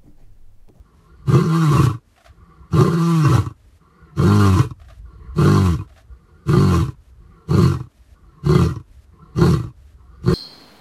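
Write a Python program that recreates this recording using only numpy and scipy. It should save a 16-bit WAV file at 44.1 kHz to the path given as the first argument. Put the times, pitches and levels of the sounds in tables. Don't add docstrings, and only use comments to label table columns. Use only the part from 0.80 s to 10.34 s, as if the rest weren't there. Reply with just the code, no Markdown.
import sys
import numpy as np
from scipy import signal
from scipy.fft import rfft, irfft, next_fast_len
from scipy.io import wavfile
from scipy.ndimage import uniform_filter1d

SR = 44100
rng = np.random.default_rng(int(sys.argv[2]) if len(sys.argv) > 2 else 0)


def unload_audio(sound):
    columns = np.transpose(np.atleast_2d(sound))
    steps = np.round(np.clip(columns, -1, 1) * 32767)
    wavfile.write(sys.argv[1], SR, steps.astype(np.int16))


def convert_level_to_amplitude(level_db):
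    exponent = np.asarray(level_db, float) / 20
    return 10 ** exponent


N = 420713
ROAR_HZ = 130

TRACT = [(0, .95), (.15, 1.0), (.35, 1.015), (.6, .93), (1, .86)]
# (throat, mouth, hiss [dB])
LOCKED_DB = (-3, -1.5, -0.5)
# (throat, mouth, hiss [dB/s])
TIRING_DB_PER_S = (0.1534, -.5, -0.0625)
# (throat, mouth, hiss [dB])
RASP_DB = (1.48, 2, 1.11)


def lion():
    calling = inside(call_spans(), 0.036)
    on = calling > 0
    seconds = np.flatnonzero(on) / SR
    tract, = curves([(start + share * (end - start), factor)
                     for start, end in call_spans() for share, factor in TRACT])
    tract = tract[on]
    train, even, rate, rough, halving = (c[on] for c in folds())
    slaps = -steadied(train, 0.1)
    puffs = air_puffs(train)
    chest_db, *above_db = (c[on] for c in effort())
    chest_db = chest_db + breaking()[on]
    rasp = drift(9.7)[on]
    layers = [throat(slaps, puffs, even, rough, tract), mouth(slaps, puffs, rough, tract),
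              teeth_and_hiss(slaps, puffs, tract, seconds)]
    voiced = convert_level_to_amplitude(chest_db) * steadied(chest(slaps, puffs, rate, rough, halving, tract), 0.063)
    settings = zip(layers, above_db, LOCKED_DB, TIRING_DB_PER_S, RASP_DB, (0, 0, .5))
    for layer, db, lock_db, tire_db, rasp_db, extra_db in settings:
        db = db + rasp_db * rasp + lock_db * (1 - rough) ** 2 + tire_db * seconds + extra_db
        voiced = voiced + convert_level_to_amplitude(chest_db + db) * steadied(layer, 0.063)
    voice = np.zeros(N)
    voice[on] = voiced
    return -voice * calling


# (first slap [s], release begins [s], end [s], peak effort [dB], effort at release [dB])
CALLS = [
    (0.491, 1.052, 1.204, -9, -10.5),
    (1.941, 2.562, 2.75, -9.5, -11),
    (3.391, 3.808, 3.953, -11, -12.5),
    (4.58, 4.914, 5.08, -10.5, -14.5),
    (5.691, 6.028, 6.16, -10.5, -16),
    (6.706, 6.852, 7.09, -11.5, -10),
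    (7.661, 7.832, 8.04, -11, -12.5),
    (8.582, 8.719, 8.93, -10, -12),
    (9.459, 9.6, 9.88, -11.5, -10),
]
LEAD_S = .045


def call_spans():
    return [(first - LEAD_S, end) for first, _, end, *_ in CALLS]


# (throat [dB], mouth [dB], hiss [dB])
OPENING = [
    (-17.5, -23.5, -23),
    (-11, -14.5, -25),
    (-6, -11.5, -23),
    (-12, -13, -21.5),
    (-17, -18.5, -32),
]


def effort():
    level, opening = [], []
    for (first, release, end, peak_db, last_db), rates in zip(CALLS, RATES):
        peak = first + 0.06
        times = [first - LEAD_S, first, peak, release, end]
        points = list(zip(times, [-36.5, peak_db - 5.5, peak_db, last_db, -38]))
        if rates[1] > ROAR_HZ:
            points.append((peak + 0.094, peak_db - 8))
        level += sorted(points)
        opening += [(s, *row) for s, row in zip(times, OPENING)]
    return curves(level) + curves(opening)


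def breaking():
    half_s = 0.028
    broken = [lock[1] + half_s for lock, rates in zip(LOCKS, RATES) if rates[1] > ROAR_HZ]
    return -1 * inside([(s - half_s, s + half_s) for s in broken], .9 * half_s)


# (from [s], to [s], roughness [0-1], weakening of every second slap at the start [0-1], at the end [0-1])
LOCKS = [(.7, .89, .06, .2, 0), (2.19, 2.42, .04, .05, .05), (3.49, 3.735, .05, .1, .02),
         (4.68, 4.91, .07, .5, .03), (5.79, 5.95, .08, .65, .1), (6.76, 6.9, .28, .4, .55),
         (7.72, 7.85, .35, .65, .45), (8.64, 8.74, .31, .5, .5), (9.53, 9.65, .38, .2, .4)]
# (first slaps [Hz], top of lock [Hz], end of lock [Hz], loose again [Hz], last slaps [Hz])
RATES = [(152.6, 166, 146, 172, 121), (150.17, 169, 152, 150, 97), (85.23, 104, 91, 76, 47),
         (65.85, 100, 82, 66, 49), (70.14, 97, 84, 74, 57), (66.68, 100, 86, 80, 65),
         (76.8, 87, 82, 77, 52), (70.2, 80, 73, 58, 58), (67.6, 76, 70, 63, 60)]
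LOOSE = {True: [(.8, .95), (.6, .6), (.85, .7), (.95, .9)], False: [(.45, .15), (.42, .5), (.6, .3),
         (.88, .6)]}


def tension():
    settle_s, loosen_s = .07, .05
    top_share = .3
    u = np.linspace(0, 1, 9)
    rows = []
    for (start, end), lock, rates in zip(call_spans(), LOCKS, RATES):
        a, b, rough, weak_a, weak_b = lock
        first, top, sagged, loose, last = rates
        roar = top > ROAR_HZ
        early, settling, loosened, late = LOOSE[roar]
        climb = np.minimum(0.98 + 0.02 * u / top_share, 1) * top
        sag = (top - sagged) * (np.maximum(u - top_share, 0) / (1 - top_share)) ** 1.9
        roughness = rough * (1 + (2 * u - 1) ** 4)
        weakening = weak_b + (1 - u ** 1.3) ** 2 * (weak_a - weak_b)
        before = (1.08 if roar else .82) * top
        rows += [(start, first, *early), (a - settle_s, before, *settling)]
        rows += zip(a + u * (b - a), climb - sag, roughness, weakening)
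        rows += [(b + loosen_s, loose, *loosened), (end, last, *late)]
    return curves(rows)


# (time [s], strength against the usual slap [x])
SLAPS = [(0.523, 1.3), (.546, 2.1), (0.981, 0.84), (1.064, 2.3), (1.139, 1.8), (1.981, 1.3), (2.008, 2.8),
         (2.095, 1.2), (2.484, 1.1), (2.544, 1.2), (2.578, 2.5), (2.661, 6.3), (3.79, 1.6), (3.907, 5),
         (4.621, 1.1), (5.008, 2.1), (5.731, 1.1), (5.765, 1.4), (6.022, 1.1), (6.081, 3), (6.742, 1.9),
         (6.781, 1.9), (6.829, 1.5), (7.0, 3.1), (7.689, 1.6), (7.727, 0.73), (7.749, 1.4), (7.959, 3.1),
         (8.613, 2.1), (9.476, 4.3)]


def folds():
    rate, rough, halving = tension()
    wander = np.clip(1 + .3 * rough * drift(60), .2, 3)
    turns = np.cumsum(rate * wander) / SR
    even = np.diff(np.floor(turns), prepend=0)
    turns = np.maximum.accumulate(turns - .1 * halving * np.cos(np.pi * turns))
    at = np.flatnonzero(np.diff(np.floor(turns)) > 0)
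    weak = np.floor(turns[at]) % 2
    train = np.zeros(N)
    size = convert_level_to_amplitude(4.5 * rough[at] * rng.standard_normal(len(at)))
    train[at] = size * (1 - halving[at] * weak)
    for s, strength in SLAPS + [(call[0], 1.6) for call in CALLS]:
        hit = round(s * SR)
        train[hit - 350:hit + 200] = 0
        train[hit] = strength
    return train, even, rate, rough, halving


def air_puffs(train):
    jet = signal.lfilter([1], [1, -np.exp(-1 / (.008 * SR))], train)
    return steadied((.5 + jet) * rng.standard_normal(len(train)), .1)


# (frequency [Hz], width [Hz], level [dB])
CHEST = [(149.1, 33.8, 12), (187, 128, -2)]


def chest(slaps, puffs, rate, rough, halving, tract):
    low = slaps + (.006 + .2 * rough) * puffs
    swing = resonate(low, [(0.91, 40.4, -1.7)], rate * (1 - halving ** 3 / 2))
    boom = swing - resonate(low, CHEST[:1], tract ** 1.89)
    boom = boom + (1 - rough) ** 2 * resonate(low, CHEST[1:], tract ** 1.3)
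    return band(band(boom, 62, "high"), 376, "low")


# (frequency [Hz], width [Hz], level [dB])
THROAT = [(287.4, 41, -12), (356.3, 31.6, 4.26)]
# (frequency [Hz], width [Hz], level [dB])
PHARYNX = [(441.5, 52.3, -15), (577, 35, -26.5), (848, 167, -27)]
# (frequency [Hz], width [Hz], level [dB])
OPEN_THROAT = [(315, 100, -2.5), (394, 91, -6.5), (844, 230, -18.5)]


def throat(slaps, puffs, even, rough, tract):
    middle = slaps + (.04 + .3 * rough) * puffs
    loose = -resonate(middle, THROAT, tract)
    loose = loose - resonate(middle + 1.68 * puffs, PHARYNX, tract ** 0.2, patchy_db=4.0)
    locked = np.clip(1 - rough / .3, 0, 1)
    held = locked > 0
    sung = np.zeros(len(locked))
    sung[held] = resonate(steadied(even, .12)[held], OPEN_THROAT, tract[held])
    return band((1 - 0.78 * locked) * loose + locked * sung, 246, "high")


# (frequency [Hz], width [Hz], level [dB])
MOUTH = [(1061.7, 47, -2.5), (1184, 58, -1.5), (1382, 77.5, -7), (1593, 39, -13.5)]


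def mouth(slaps, puffs, rough, tract):
    scale = tract ** .4 * (1 + .012 * drift(8, len(tract)))
    return resonate(slaps + (.28 + .75 * rough) * puffs, MOUTH, scale, patchy_db=3.5)


# (frequency [Hz], width [Hz], level [dB])
TEETH = [(1840, 90, -5.5), (1998, 44, 5.5), (2227, 48, -3), (2590, 70, 2.5), (2834, 27, 5),
         (3190, 110, -0.5), (3930, 128, -2.5), (5760, 440, -5.5), (7080, 1500, -20.5)]
# (frequency [Hz], width [Hz], level [dB])
PALATE = [(4307, 337, -0.5)]
# (frequency [Hz], level [dB per Hz])
HISS = [(880, -34.5), (1500, 1), (1760, -10.5), (2810, -7.5), (9700, -14.5), (11700, -16.5), (13800, -21.5),
        (14600, -45.5)]


def teeth_and_hiss(slaps, puffs, tract, seconds):
    n = len(puffs)
    scale = tract ** .3 * (1 + .015 * drift(6, n))
    teeth = resonate(.6 * slaps + puffs, TEETH, scale, patchy_db=4.0)
    palate = resonate(puffs, PALATE, tract ** 0.17, patchy_db=2.5)
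    teeth = teeth + convert_level_to_amplitude(0.88 * seconds + 1.0) * tract ** 11 * palate
    hiss = coloured(puffs + 1.74 * rng.standard_normal(n), HISS) * convert_level_to_amplitude(1.2 * drift(19, n))
    return evened(teeth) + 0.91 * hiss


# (start [s], fullest level [dB])
BREATHS = [(0.032, -57.5), (1.492, -55.5), (2.99, -54.5), (4.24, -53.5), (5.27, -59), (6.382, -56.5),
           (7.33, -57.5), (8.309, -54), (9.16, -58)]
# (frequency [Hz], width [Hz], level [dB])
INDRAWN = [(159.6, 25, 10), (345, 49, -2), (455, 29, -1), (748, 8.1, -6), (1119, 99, -1), (1390, 61, -5.5),
           (1910, 340, -19.5), (3050, 460, -31.5), (4320, 520, -28)]


def breath():
    lasting = [(start, call + 0.0485) for (start, _), (call, _) in zip(BREATHS, call_spans())]
    rows = []
    for (a, b), (_, db) in zip(lasting, BREATHS):
        rows += [(a, db - 27), (a + 0.021, db - 7.5), (b - .12, db), (b, db - 3)]
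    level_db, = curves(rows)
    drawing = inside(lasting, 0.023)
    on = drawing > 0
    scale = 1 + 0.032 * drift(3.5)[on]
    rush = np.zeros(N)
    rush[on] = evened(resonate(rng.standard_normal(len(scale)), INDRAWN, scale, patchy_db=3.0))
    return rush * drawing * convert_level_to_amplitude(level_db + 6.0)


SHUTTER_S = [1.361, 3.999, 5.076]
# (delay [s], level [dB], rattle [s])
SHUTTER = [(0, -52, 0.012), (0.016, -50, 0.02), (0.045, -52.5, 0.016), (0.085, -48, 0.027),
           (.1, -45.5, 0.025), (.115, -70, 0.021)]
# (frequency [Hz], level [dB per Hz])
SHUTTER_BODY = [(210, -56), (350, -50), (659, 1.5), (805, -9.5), (884, -36), (1110, -7.5), (1490, -10.5),
                (1940, -12.5), (2100, -16.5), (3490, -18), (14000, -40)]


def shutter():
    t = np.arange(SR // 4) / SR
    power = np.zeros(N)
    for s, db in zip(SHUTTER_S, [0, -1.5, -3]):
        for delay, part_db, rattle in SHUTTER:
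            at = round((s + delay) * SR)
            shape = (1 - np.exp(-t / 0.00051)) * np.exp(-2 * t / rattle)
            power[at:at + len(t)] += convert_level_to_amplitude(db + part_db) ** 2 * shape
    return np.sqrt(power) * coloured(rng.standard_normal(N), SHUTTER_BODY)


# (time [s], level [dB])
GUSTS = [(0, -40), (.11, -57.5), (.43, -44), (1.25, -57.5), (1.73, -49.5), (1.86, -55.5), (2.8, -46.5),
         (3.0, -56.5), (3.34, -53), (4.2, -40), (4.5, -41.5), (5.3, -49.5), (6.38, -44), (7.08, -64),
         (7.21, -42.5), (7.3, -50.5), (8.2, -49), (9.2, -43)]
# (frequency [Hz], level [dB per Hz])
WIND = [(8.8, -61), (15, -28.5), (41, 4.5), (64, 9), (107, -2.5), (170, -18), (267, -45), (453, -36.5),
        (700, -53), (910, -72), (1540, -120)]


def wind():
    gust_db, = curves(GUSTS)
    return coloured(rng.standard_normal(N), WIND) * convert_level_to_amplitude(gust_db + 2.8 * drift(8.4) + 1.8 * drift(4.4))


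# (from [s], to [s], level [dB])
VEIL = [(0.105, .3, -68), (1.226, 1.498, -64.5), (2.729, 2.996, -66), (3.958, 4.208, -64.5),
        (5.048, 5.237, -63.5), (6.171, 6.317, -67), (7.067, 7.358, -64.5), (8.04, 8.261, -64.5),
        (8.931, 9.154, -66)]
# (frequency [Hz], level [dB per Hz])
VEIL_COLOUR = [(180, -24), (300, -23.5), (429, -61.5), (594, 7.5), (1140, -32.5), (1650, -4), (13200, -16),
               (14600, -47)]


def veil():
    rows = []
    for a, b, db in VEIL:
        rows += [(a, -95), (a + 0.042, db - 4.5), (b - .015, db), (b + .01, -95)]
    level_db, = curves(rows)
    return coloured(rng.standard_normal(N), VEIL_COLOUR) * convert_level_to_amplitude(level_db + 1.3 * drift(27))


# (frequency [Hz], level [dB per Hz])
AIR = [(120, -43), (200, 4), (457, -5.5), (654, -12), (1230, -9.5), (2300, -20), (12600, -28), (14600, -43)]


def air():
    return coloured(rng.standard_normal(N), AIR) * convert_level_to_amplitude(-64)


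def evened(x):
    return x / np.sqrt(np.mean(x ** 2) + 1e-20)


def steadied(x, window_s):
    size = round(window_s * SR)
    power = uniform_filter1d(uniform_filter1d(x ** 2, size), size)
    return x / np.sqrt(abs(power) + 1e-14)


def curves(rows):
    s, *columns = np.transpose(rows)
    return [np.interp(np.arange(N) / SR, s, c) for c in columns]


def inside(spans, fade_s):
    t = np.arange(N) / SR
    return sum(np.interp(t, [a, a + fade_s, (a + b) / 2, b - fade_s, b], [0, 1, 1, 1, 0]) for a, b in spans)


def drift(hz, size=N):
    slow = signal.butter(2, hz, fs=SR / 64, output="sos")
    coarse = signal.sosfilt(slow, rng.standard_normal(N // 64 + 2))
    return np.interp(np.arange(size) / 64, np.arange(len(coarse)), evened(coarse))


def coloured(x, points):
    f, db = np.transpose(points)
    size = next_fast_len(len(x))
    hz = np.fft.rfftfreq(size, 1 / SR)
    gain = convert_level_to_amplitude(np.interp(np.log(hz + 1), np.log(f + 1), db))
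    return evened(irfft(rfft(x, size) * gain, size)[:len(x)])


def resonate(x, modes, scale, patchy_db=0):
    base = 2 * np.pi * np.cumsum(scale) / SR
    out = 0
    for k, (hz, width, db) in enumerate(modes):
        turn = np.exp(1j * hz * base)
        r = np.exp(-np.pi * 1.55 * width / SR)
        z = signal.lfilter([(1 - r) ** 2], [1, -2 * r, r * r], x * turn.conj())
        if patchy_db:
            db = db + patchy_db * drift(11.9, len(x))
        out = out + (-1) ** k * convert_level_to_amplitude(db) * (turn * z).real
    return out


def band(x, hz, kind):
    return signal.sosfilt(signal.butter(4, hz, kind, fs=SR, output="sos"), x)


def scene():
    voice = lion()
    bounce = np.concatenate([np.zeros(round(0.0028 * SR)), voice])[:N]
    ducking = convert_level_to_amplitude(-9.0 * inside(call_spans(), 0.16))
    surroundings = breath() + wind() + veil() + air()
    return (voice + 0.09 * bounce + ducking * surroundings + shutter())[None]


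def low_pass(x):
    return signal.sosfilt(signal.butter(12, 14750, fs=SR, output="sos"), x)


def record(dry):
    ceiling = 1.1
    mix = ceiling * np.tanh(dry / ceiling)
    return low_pass(mix)


dry = scene()
out = record(dry)
unload_audio(out)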